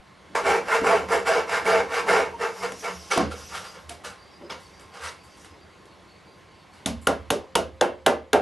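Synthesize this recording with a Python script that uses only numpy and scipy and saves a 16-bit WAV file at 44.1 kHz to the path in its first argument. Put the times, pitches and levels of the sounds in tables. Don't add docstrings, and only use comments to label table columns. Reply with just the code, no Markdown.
import sys
import numpy as np
from scipy import signal
from scipy.fft import rfft, irfft, next_fast_len
from scipy.io import wavfile
from scipy.ndimage import uniform_filter1d

SR = 44100
rng = np.random.default_rng(int(sys.argv[2]) if len(sys.argv) > 2 else 0)


def decibels_to_gain(level_db):
    exponent = np.asarray(level_db, float) / 20
    return 10 ** exponent


def generate_wav(signal):
    frames = np.transpose(np.atleast_2d(signal))
    scaled = np.clip(frames, -1, 1) * 32767
    pcm = np.round(scaled).astype(np.int16)
    wavfile.write(sys.argv[1], SR, pcm)


N = 370881

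# (frequency [Hz], width [Hz], level [dB])
FRAME_MODES = [(1373, 18, -7), (2230, 51, -2.5), (2810, 55, -11), (4860, 280, -15), (5870, 98, -19)]
# (start [s], rise [s], hold [s], effort [dB], brightness [dB])
BLADE_RUBS = [(3.102, .016, 0.014, -23, 0), (3.14, 0.025, 0.018, -28.5, -3), (3.18, 0.01, 0.039, -30, -9),
              (3.3, 0.015, 0.0096, -39, 1), (3.36, 0.029, 0.036, -49, 0.5),
              (3.49, 0.072, 0.015, -33.5, 0.5), (3.62, 0.031, 0.02, -41.5, 0.5),
              (3.72, 0.03, 0.022, -45, -3), (3.885, 0.01, 0.025, -47.5, 7),
              (4.035, 0.016, 0.02, -36.5, 2.5), (4.41, 0.017, 0.018, -60.5, -21.5),
              (4.494, 0.0065, 0.023, -35, -4), (4.59, 0.016, 0.029, -68, 14), (4.79, 0.011, 0.025, -56, 7),
              (4.92, 0.037, 0.065, -42.5, -1.5), (5.0, 0.046, 0.032, -36.5, 3),
              (5.23, 0.012, 0.017, -75, 18.5), (5.35, 0.026, 0.081, -73, 16),
              (5.44, 0.0077, 0.012, -54, 1.5), (6.72, 0.022, 0.05, -58.5, 5),
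              (7.012, 0.0049, 0.034, -67, 17)]


def evened(x):
    return x / np.sqrt(np.mean(x ** 2) + 1e-20)


def wander(n, size):
    return evened(uniform_filter1d(rng.standard_normal(n), size=size))


def read(points, hz):
    f, value = np.transpose(points)
    return np.interp(np.log(hz + 1), np.log(f + 1), value)


def add(mix, s, sound):
    part = mix[round(s * SR):][:len(sound)]
    part += sound[:len(part)]


def coloured(x, points, resonances=(), lift_db=0.):
    hz = np.abs(np.fft.fftfreq(8192, 1 / SR))
    gain = decibels_to_gain(read(points, hz))
    for f, width, db in resonances:
        gain = gain + decibels_to_gain(db + lift_db) / (1 + (2 * (hz - f) / width) ** 2)
    log_gain = np.log(gain + 1e-5)
    minimum_phase = np.exp(log_gain - 1j * signal.hilbert(log_gain).imag)
    taps = np.fft.ifft(minimum_phase).real[:4096]
    return signal.oaconvolve(x, taps)[:len(x)]


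def patchy(x, db, size):
    z = signal.stft(x, SR, nperseg=size)[2]
    over_hz = uniform_filter1d(rng.standard_normal(z.shape), size=8, axis=0)
    patches = evened(uniform_filter1d(over_hz, size=6, axis=1))
    return signal.istft(z * decibels_to_gain(db * patches), SR, nperseg=size)[1][:len(x)]


def ring(modes, factor, seconds, rise_s):
    t = np.arange(round(seconds * SR)) / SR
    x = np.zeros(len(t))
    for f, db, t60 in modes:
        phase = 2 * np.pi * rng.random()
        x += decibels_to_gain(db - 60 * t / t60) * np.sin(2 * np.pi * f * factor * t + phase)
    x = x * (1 - np.exp(-t / rise_s))
    return x / np.abs(x).max()


def saw():
    # (frequency [Hz], density [dB per Hz])
    cut_colour = [(29, -50), (50, -54), (180, -26), (330, -15.5), (400, -12), (700, 0), (1950, -10.5),
                  (2500, -17), (3400, -16.5), (10300, -24.5), (11900, -29.5), (12300, -99), (22000, -120)]
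    # (frequency [Hz], width [Hz], level [dB])
    board_modes = [(77, 15, -15.5), (187, 21, -8.5), (285, 4.3, -4.5), (398.3, 10, -5.5), (460, 71, 1.5),
                   (665, 8.1, 7), (864, 35, -23), (878, 8.3, 2.5), (1011, 20, 1), (1119, 22, 1.5),
                   (1226, 3.3, 0.5), (1366, 140, -4.5), (1575, 41, -10.5), (1804, 44, -9.5),
                   (2142, 110, -10), (2300, 170, -11.5), (2737, 170, -17.5), (4870, 85, -15.5),
                   (5520, 420, -30), (6060, 37, -25), (7380, 31, -17.5)]
    # (frequency [Hz], density [dB per Hz])
    loose_colour = [(29, -30), (50, -33), (74, -17), (149, -15), (201, 17), (248, -20), (400, -6),
                    (474, 2.5), (597, -0.5), (1380, 0), (1700, -7.5), (10600, -22), (11900, -28),
                    (12300, -73), (16600, -99), (22000, -120)]
    part_edges_hz = [350, 560, 1100, 3200, 7000]
    teeth_per_s, board_drag, full_load_db = 860, .12, -21
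    parts = efforts()
    speed = teeth_per_s * (1 - board_drag * np.minimum(parts[0] / decibels_to_gain(full_load_db), 1))
    wobble = 1 + .11 * wander(N, 80)
    pace = 1 + .06 * wander(N, 3000)
    teeth = np.cumsum(speed * pace * np.abs(wobble)) / SR
    bite_db = 4.5 * np.minimum(rng.exponential(size=N), 2)
    bites = np.diff(np.floor(teeth), prepend=0) * decibels_to_gain(bite_db)
    tearing = (0.5 + np.exp(-(teeth % 1) / 1.7)) * rng.standard_normal(N)
    force = evened(bites - bites.mean()) + 1.1 * evened(tearing)
    force = force * decibels_to_gain(0.5 * wander(N, 200)) * jolts()

    bench_smooth_s = 0.12
    shake = np.sqrt(abs(uniform_filter1d(parts[0] ** 2, int(bench_smooth_s * SR))))
    gains = [decibels_to_gain(-16) * shake, *parts]
    freed = round(3.09 * SR)
    end = round((BLADE_RUBS[-1][0] + .5) * SR)
    in_cut = coloured(force[:freed], cut_colour, board_modes, 3.5)
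    loose = coloured(force[freed:end], loose_colour, FRAME_MODES)
    out = np.zeros(N)
    for body, start in ((in_cut, 0), (loose, freed)):
        n = next_fast_len(len(body))
        span = slice(start, start + len(body))
        spectrum = rfft(patchy(body, 1.5, size=512), n)
        part_of = np.digitize(np.fft.rfftfreq(n, 1 / SR), part_edges_hz)
        for k, gain in enumerate(gains):
            band = irfft(spectrum * (part_of == k), n)[:len(body)]
            out[span] += gain[span] * evened(band)
    return out


def efforts():
    # (start [s], rise [s], hold
    # [s], effort [dB], brightness [dB])
    strokes = [(0.349, 0.0052, 0.029, -25, 3), (0.435, 0.035, 0.088, -23, -0.5),
               (0.655, 0.086, 0.021, -23, 3), (0.825, 0.05, 0.099, -24.5, -3), (1.082, .05, 0.023, -24, -2),
               (1.249, 0.028, 0.11, -23, 0), (1.47, 0.07, 0.037, -24, 5), (1.643, 0.031, 0.12, -23.5, -1.5),
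               (1.885, 0.078, .03, -25, 5.5), (2.063, 0.032, .115, -22, -0.5),
               (2.385, 0.036, 0.036, -28.5, 3.5), (2.545, 0.025, 0.046, -45.5, 0),
               (2.612, 0.023, 0.021, -30, 3), (2.823, 0.026, 0.04, -31, 5)]
    # (rise factor [ratio], sag [dB/s], release [dB/s])
    part_shapes = [
        (1.3, 15, 189.5),
        (0.94, 22, 218),
        (0.92, 32.5, 286),
        (1.09, 43, 248),
        (0.92, 70, 243),
    ]
    cut_parts_db = [-4, -3.5, -2.5, -15, -20]
    rub_parts_db = [-12, -10, -4, -10.5, -17]
    cut_shares = [-1.05, -0.42, -0.22, 0.019, -0.35]
    rub_shares = [-0.94, -0.099, 0.29, 0.51, 1.46]
    power = np.zeros((len(part_shapes), N))
    slower, sag, release = np.transpose(part_shapes)[:, :, None]
    t = np.arange(SR // 2) / SR
    in_cut = (strokes, cut_parts_db, cut_shares)
    loose = (BLADE_RUBS, rub_parts_db, rub_shares)
    for rows, parts_db, shares in (in_cut, loose):
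        for start, rise, hold, effort_db, bright_db in rows:
            rising = 19.5 * np.clip(1 - t / (rise * slower), 0, 1) ** 1.4
            falling = sag * np.clip(t - rise, 0, hold) + release * np.maximum(t - rise - hold, 0)
            db = effort_db + np.c_[parts_db] + np.c_[shares] * bright_db - rising - falling
            add(power.T, start, decibels_to_gain(2 * db).T)
    return np.sqrt(power)


def jolts():
    # (time [s], change of force [dB])
    fibre_catches = [(0.351, 6), (.4637, 3), (0.6836, 8), (0.718, 3.5), (.8438, 7), (0.868, 3), (1.087, 9),
                     (1.1122, -5), (1.1332, 1), (1.2665, 3), (1.2858, 1), (1.4943, 12), (1.654, 6),
                     (1.665, -1), (1.6919, 1), (1.7587, 6), (1.8031, 5), (1.9229, 7.5), (1.9448, 6),
                     (2.0805, -5), (2.0935, -4), (2.1362, 7.5), (2.4049, -5), (2.461, 3), (2.635, 5.5),
                     (2.654, 2), (2.693, 5), (2.8438, 3), (2.91, 8), (3.12, 4), (3.55, 5.5), (4.81, 5),
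                     (4.94, 8), (5.04, 1.5), (5.091, 5), (5.065, -1), (5.11, 2), (4.971, 6), (3.525, 1),
                     (.5, 5), (.91, 2)]
    extra = np.zeros(N)
    t = np.arange(SR // 10) / SR
    for s, db in fibre_catches:
        add(extra, s, (decibels_to_gain(db) - 1) * np.exp(-t / 0.0027))
    return np.maximum(1 + extra, .1)


def sings():
    # (time [s], peak [dB], pitch [Hz], length [s])
    sung_tones = [(0.347, -23, 888, 0.041), (.46, -23.5, 830, 0.094), (0.499, -35.5, 459.7, 0.15),
                  (0.691, -29, 1438, 0.082), (0.721, -25, 458, 0.085), (0.857, -21.5, 665, 0.12),
                  (0.855, -35, 873, 0.11), (1.111, -22, 464.3, 0.082), (1.27, -23.5, 469.5, 0.087),
                  (1.278, -23.5, 656, 0.058), (1.5, -35, 498.3, 0.072), (1.692, -26, 464.5, 0.12),
                  (1.719, -22.5, 660.5, 0.081), (1.71, -38, 4870, 0.037), (2.08, -22.5, 464, 0.12),
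                  (2.1, -31, 701, 0.092), (2.105, -34, 881.7, .1)]
    out = np.zeros(N)
    for s, db, pitch_hz, length in sung_tones:
        t = np.arange(round(length * SR)) / SR
        waver = wander(SR // 4, 250)[:len(t)]
        flutter = wander(SR // 4, 250)[:len(t)]
        tone = np.sin(2 * np.pi * np.cumsum(pitch_hz * (1 + 0.018 * waver)) / SR)
        add(out, s, decibels_to_gain(db + 0.5 * flutter) * tone * np.sin(np.pi * t / length))
    return out


def slither():
    # (time [s], level [dB])
    slide_level = [(.36, -57), (2.4, -65), (2.6, -48.5), (2.719, -55), (2.8, -48), (2.95, -51),
                   (2.999, -51.5), (3.08, -52), (3.28, -69), (3.38, -50), (3.65, -53.5), (3.85, -66.5),
                   (4.47, -84), (4.6, -63), (4.88, -70), (5.2, -72), (5.421, -59.5), (5.62, -87)]
    # (frequency [Hz], density [dB per Hz])
    slide_colour = [(800, -29), (2500, -6.5), (4200, -8.5), (5600, 1.5), (7500, -9), (11900, -12),
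                    (12300, -87)]
    level_db = np.interp(np.arange(N) / SR, *np.transpose(slide_level), left=-120, right=-120)
    hiss = coloured(rng.standard_normal(N), slide_colour, FRAME_MODES[3:], 3.0)
    return decibels_to_gain(level_db) * evened(patchy(hiss, 2.5, size=512))


def sways():
    # (time [s], peak [dB], pitch [Hz],
    # length [s])
    soft_swells = [(0.393, -51, 77, 0.11), (0.823, -37.5, 186.2, 0.13), (2.174, -50, 77, 0.23),
                   (2.549, -48, 185.8, 0.28), (2.848, -46.5, 181.6, 0.21), (2.926, -47, 77, 0.17),
                   (3.19, -37, 78.5, 0.2), (3.551, -51, 183, 0.11), (3.75, -54, 176.1, 0.11),
                   (0.919, -45, 77, 0.26), (1.7, -49, 77, 0.27), (3.805, -48, 77, 0.22),
                   (5.007, -45, 77, 0.13), (6.862, -33, 227, 0.048),
                   (2.401, -28, 458, 0.042), (2.445, -32, 465, 0.053), (2.491, -43, 450, 0.066),
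                   (2.33, -36, 930, 0.049), (2.418, -38, 1410, 0.044), (2.63, -28, 474, .05),
                   (2.63, -30.5, 700, 0.033), (2.6, -43, 2150, 0.03), (2.682, -35, 486, 0.03),
                   (2.841, -35, 693, 0.055), (2.86, -34.5, 480, .05), (3.109, -25, 1373, 0.034),
                   (3.116, -35, 458, 0.046), (3.172, -16.5, 700, 0.017), (3.185, -27, 657, 0.043),
                   (3.19, -23.5, 330, .02), (3.205, -23.5, 280, .022), (3.16, -25, 350, .018),
                   (3.2, -38, 134, .08), (3.19, -30.5, 1060, .04), (3.27, -35, 300, .06),
                   (3.19, -29, 740, .05), (3.335, -35.5, 480, 0.023), (1.662, -22, 2220, 0.015),
                   (1.688, -27.5, 1200, 0.069), (.95, -36, 404, 0.073), (6.93, -37, 225, 0.053),
                   (6.861, -34.5, 872, 0.022), (7.08, -28.5, 480, 0.041), (7.085, -30, 286, 0.04),
                   (7.318, -28, 580, 0.037), (7.347, -31.5, 410, 0.047), (7.572, -28, 660, 0.04),
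                   (7.6, -32, 500, 0.048), (6.86, -43, 77, 0.23), (6.858, -32, 165, 0.017),
                   (1.1, -27, 450, 0.041), (1.135, -25, 520, .04), (4.05, -43, 480, 0.049),
                   (3.9, -38.5, 700, .05)]
    out = np.zeros(N)
    for s, db, pitch_hz, length in soft_swells:
        t = np.arange(round(length * SR)) / SR
        swell = np.sin(np.pi * (t / length) ** 0.71) ** 2
        add(out, s, decibels_to_gain(db) * np.sin(2 * np.pi * pitch_hz * t) * swell)
    return out


def hits():
    # (time [s], crack peak [dB], thump [dB rel], ring [dB rel], ring pitch [factor])
    mallet_blows = [
        (6.86, -7.5, -27, -22.5, 1.17),
        (7.0707, -4.5, -13, -12.5, 1.07),
        (7.304, -7, -5, -13.5, 0.94),
        (7.5538, -6, -5, -12.5, 0.89),
        (7.811, -7.5, -3.5, -6.5, 1.01),
        (8.063, -6, -8.5, -8, 1.03),
        (8.3312, -6.5, -7.5, -6, 0.99),
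    ]
    # (time [s], tick peak [dB], thump [dB rel], ring [dB rel], bench [dB rel])
    small_knocks = [(0.8135, -38.5, -4, 12, 7.5), (2.7206, -28, -2, -17.5, -16.5),
                    (2.809, -38, -20, -30, -25), (3.114, -35, -15, -32, -22), (3.176, -13.5, 3, -7, -14),
                    (3.8943, -24, -19, -21, -30), (4.047, -28, -5, -22.5, -35), (4.4115, -63, -5, 20.5, 15),
                    (4.5008, -39, 5, -14, -8), (4.796, -42, -15, -10.5, -25), (5.09, -55, -10, -29.5, -15),
                    (5.446, -36.5, -6, -30, -37), (5.855, -44, -13, -31, -21)]
    direct, feed = np.zeros((2, N))
    contacts = [(*row, 0.65) for row in small_knocks]
    for s, crack, thump, ring_db, factor in mallet_blows:
        bench_db = -24.5 - 0.26 * ring_db
        contacts.append((s, crack, thump, ring_db, bench_db, factor, thump - 26.5))
    for s, *settings in contacts:
        near, far = blow(*settings)
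        add(direct, s - .001, near)
        add(feed, s - .001, far)
    woken = rings()
    return direct + woken, feed + decibels_to_gain(-9.0) * woken


def blow(crack_db, thump_db, ring_db, bench_db, factor, bar_db=-100):
    # (frequency [Hz], density [dB per Hz])
    crack_colour = [(880, -49.5), (1500, -1.5), (4200, -2.5), (6450, -2), (7450, -5.5), (11100, -5.5),
                    (12000, -15.5), (12700, -54), (16600, -46), (22000, -120)]
    # (frequency [Hz], density [dB per Hz])
    thud_colour = [(59, -43), (100, -21), (208, -21.5), (305, -5), (422, -2), (841, -6.5), (1290, -13.5),
                   (2510, -21.5), (2960, -21), (3620, -27), (9210, -45), (12000, -65), (12700, -99),
                   (16600, -124), (22000, -120)]
    # (frequency [Hz], t60 [s])
    thud_decay = [(150, 0.27), (500, 0.26), (1200, 0.2), (3000, 0.13), (9000, 0.037)]
    # (frequency [Hz], level [dB], t60 [s])
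    wedge_modes = [(360, -35, 0.11), (408, -38, 0.11), (612, -10, 0.21), (731, -12.5, 0.24),
                   (1040, -8, 0.022), (1560, 9.5, 0.0092)]
    # (frequency [Hz], level [dB], t60 [s])
    bench_modes = [(76, -13, 1.6), (110, -9, .3), (165, -6, .25), (195, -5, .22), (224, 0, .2),
                   (275, -5, .2)]
    # (frequency [Hz], level [dB], t60 [s])
    bar_modes = [(527, 0, 1.5)]
    t = np.arange(SR // 2) / SR
    click = (np.arange(2048) == round(.0018 * SR)) * 1.
    around = np.exp(-abs(t[:len(click)] - .0018) / 0.00042)
    splinters = 0.54 * rng.standard_normal(len(click)) * around
    rebound = round(0.0026 * rng.uniform(0.58, 1.2) * SR)
    landings = 1.77 * click + splinters + decibels_to_gain(-2.5) * np.roll(1.96 * click + splinters, rebound)
    padding = (0, len(t) - len(click))
    snap = np.pad(coloured(landings, crack_colour), padding)
    plain = np.pad(coloured(click, crack_colour), padding)

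    chirp_hz = 3400 * rng.uniform(0.88, 1.044)
    chirp = np.sin(2 * np.pi * chirp_hz * t) * (t / 0.00044) * np.exp(-t / 0.00062)
    late = np.maximum(t - .0022, 0)
    thump = np.sin(2 * np.pi * 1300 * factor * late) * (late / 0.00044) * np.exp(-late / 0.00034)

    hz, frames, z = signal.stft(rng.standard_normal(len(t)), SR, nperseg=512)
    z = z * decibels_to_gain(read(thud_colour, hz / factor)[:, None] - 60 * frames / read(thud_decay, hz)[:, None])
    thud = signal.istft(z, SR, nperseg=512)[1][:len(t)] * (1 - np.exp(-late / 0.00079))
    wood = decibels_to_gain(-0.5) * thud / np.abs(thud).max() + decibels_to_gain(-9.0) * ring(wedge_modes, factor, .5, 0.0022)
    rattle = decibels_to_gain(4.9 * wander(len(t), 1200))
    body = decibels_to_gain(thump_db + 14.5) * thump + decibels_to_gain(ring_db + 6.0) * wood
    body = body + decibels_to_gain(bench_db - 0.5) * rattle * ring(bench_modes, 1, .5, 0.0033)
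    body = body + decibels_to_gain(bar_db) * ring(bar_modes, 1, .5, 0.0019)

    peak = np.abs(snap).max()
    spread = plain * np.linalg.norm(snap) / np.linalg.norm(plain)
    near = 0.55 * chirp + snap / peak + body
    far = decibels_to_gain(-5.5 - 0.31 * ring_db) * spread / peak + body
    fade = signal.windows.tukey(2 * len(t), .3)[len(t):]
    return decibels_to_gain(crack_db) * np.array([near, far]) * fade


def rings():
    # (time [s], peak [dB], pitch [Hz], t60 [s])
    woken_modes = [(3.113, -20, 2230, 0.081), (3.112, -23, 5950, 0.066), (3.315, -31, 1373, 0.054),
                   (4.415, -44, 412, 0.34), (4.418, -47, 576, 0.35), (4.5, -33.5, 2300, 0.034),
                   (4.502, -33, 3320, 0.039), (4.507, -30.5, 5200, 0.026), (3.112, -39, 458, 0.44),
                   (3.18, -27, 500, 0.32), (3.19, -33, 282.4, 0.32), (3.19, -27.5, 202.6, 0.47),
                   (7.072, -12.5, 1450, 0.013), (7.073, -23, 533, 0.15), (7.304, -14, 1400, 0.013),
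                   (7.306, -24, 454, 0.31), (7.306, -25.5, 285, 0.15), (7.556, -25, 455, 0.13),
                   (7.557, -15, 966, 0.049), (7.557, -26, 2895, 0.13), (5.08, -35, 5840, 0.058),
                   (5.086, -39, 3790, .06), (4.43, -40, 342, 0.18), (6.862, -32, 663, .15),
                   (7.812, -20.5, 509.4, 0.28), (7.812, -19.5, 834, 0.25), (8.065, -18, 398, 0.18),
                   (8.065, -12.5, 655, 0.092), (8.333, -20, 420, 0.37), (8.333, -20.5, 706, 0.6)]
    out = np.zeros(N)
    for s, db, pitch_hz, t60 in woken_modes:
        pair = [(pitch_hz, 0, t60), (1.07 * pitch_hz, -6, t60)]
        add(out, s, decibels_to_gain(db) * ring(pair, 0.99, .4, 1.3 / pitch_hz))
    return out


def birds():
    # (time [s], peak [dB], pitch [Hz], length [s])
    whistles = [(3.3494, -45, 5000, 0.08), (3.482, -49, 5583, 0.075), (3.6494, -41, 4870, 0.047),
                (4.17, -48, 4660, 0.058), (4.228, -51, 4720, 0.095), (4.3, -54, 5400, 0.036),
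                (4.32, -48, 4850, 0.046), (4.427, -48, 5000, 0.039), (4.619, -45.5, 4520, 0.044),
                (4.72, -49, 4730, 0.055), (4.79, -52, 4850, 0.053), (4.906, -49, 4580, 0.036),
                (5.171, -51, 4630, 0.071), (5.238, -57, 4960, 0.075), (5.293, -53, 4580, 0.05),
                (5.49, -51.5, 5060, 0.044), (5.595, -51, 4700, 0.04), (5.678, -61, 4600, 0.053),
                (5.76, -60, 4600, 0.06), (5.905, -51, 4380, 0.027), (6.068, -50, 4470, 0.044),
                (6.119, -56, 4500, 0.057), (6.23, -53, 4700, 0.082), (6.308, -57, 4710, 0.052),
                (6.4694, -56, 4540, 0.082), (6.558, -58, 4460, 0.075), (6.707, -55, 4450, 0.023)]
    out = np.zeros(N)
    for s, db, pitch_hz, length in whistles:
        t = np.arange(round(1.67 * max(length, .02) * SR)) / SR
        waver = wander(SR // 4, 150)[:len(t)]
        flutter = wander(SR // 4, 150)[:len(t)]
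        tone = np.sin(2 * np.pi * np.cumsum(pitch_hz * (1 + .013 * waver)) / SR)
        tone = tone * decibels_to_gain(np.clip(4.5 * flutter, -12, 6))
        add(out, s, decibels_to_gain(db - 8.5) * tone * signal.windows.tukey(len(t), .6))
    return out


def hum():
    # (frequency [Hz], density [dB per Hz])
    air_colour = [(12, -28), (20, -25), (64, 2), (174, -4.5), (253, -7.5), (298, -1), (810, -4.5),
                  (1090, -3.5), (1210, -7), (4440, -16), (5080, -20), (11800, -31), (12200, -62),
                  (16600, -66), (22000, -120)]
    # (frequency [Hz], width [Hz], level [dB])
    fan_modes = [(86.4, 18, 7), (187, 41, 5.5), (1060, 5.8, 12), (2160, 410, -12)]
    # (time [s], level [dB])
    air_level = [(0, -43.5), (0.332, -41), (.37, -35.5), (3.8, -40.5), (6.7, -42.5), (6.802, -41),
                 (8.41, -48)]
    # (frequency [Hz], side minus mid [dB])
    air_side = [(30, 4), (80, -18.5), (250, -5.5), (640, -7.5), (1150, -10), (2080, -12), (3300, -51),
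                (12300, -32)]
    mid = coloured(rng.standard_normal(N), air_colour, fan_modes, -5.0)
    side = coloured(rng.standard_normal(N), air_colour, fan_modes, -5.0)
    mid = patchy(mid, 1.6, size=1024)
    level_db = np.interp(np.arange(N) / SR, *np.transpose(air_level))
    gain = decibels_to_gain(level_db - 9.5) / np.std(mid)
    return gain * mid, gain * coloured(side, air_side)


def echoes(x):
    # (frequency [Hz], t60 [s])
    shop_decay = [(80, 0.43), (300, 0.25), (1100, 0.26), (3000, 0.3), (8000, 0.19)]
    taps = np.zeros(SR // 2)
    at = np.arange(200, len(taps) - 16, 16)
    taps[at + rng.integers(0, 16, len(at))] = rng.choice([-1., 1.], len(at))
    hz, t, z = signal.stft(taps, SR, nperseg=256)
    z = z * (hz > 0)[:, None] * decibels_to_gain(-60 * t / read(shop_decay, hz)[:, None])
    tail = signal.istft(z, SR, nperseg=256)[1]
    return signal.oaconvolve(x, tail / np.linalg.norm(tail))[:N]


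def scene():
    # (frequency [Hz], side minus mid [dB])
    echo_side = [(30, -32), (80, -44), (150, -25), (300, -6), (640, 1), (1150, 1.5), (2080, 2.5),
                 (3300, -36), (8000, -40), (12300, -4)]
    # (frequency [Hz], level [dB])
    port_bass = [(30, -3), (80, -7), (150, -7), (300, -30), (1000, -60)]
    cutting = saw() + sings() + slither() + sways()
    struck, struck_feed = hits()
    song = birds()
    hum_mid, hum_side = hum()
    sent = decibels_to_gain(-5.0) * cutting + decibels_to_gain(-5.5) * struck_feed + decibels_to_gain(-9) * song
    near = decibels_to_gain(2.5) * cutting + struck
    mid = near + decibels_to_gain(-1.5) * song + echoes(sent) + hum_mid
    side = decibels_to_gain(-8.5) * coloured(echoes(sent), echo_side) + hum_side
    side = side + coloured(echoes(near), port_bass)
    return np.array([mid + side, mid - side])


def band_limit(x):
    return signal.sosfilt(signal.butter(12, 12890, fs=SR, output="sos"), x)


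def record(dry):
    # (frequency [Hz], left minus right [dB])
    left_more = [(60, -1), (250, -.2), (600, -.9), (2200, -.8), (3400, 0)]
    # (frequency [Hz], width [Hz], depth [0-1])
    port_notch = (2417, 104, 0.59)
    hz = np.fft.rfftfreq(N, 1 / SR)
    tilt = decibels_to_gain(read(left_more, hz) / 2)
    low_cut = 1j * hz / (1j * hz + 42)
    notch_hz, width, depth = port_notch
    notch = 1 - depth / (1 + 2j * (hz - notch_hz) / width)
    ports = irfft(rfft(dry) * low_cut * notch * np.array([tilt, 1 / tilt]), N)
    return band_limit(np.tanh(ports))


dry = scene()
out = record(dry)
generate_wav(out)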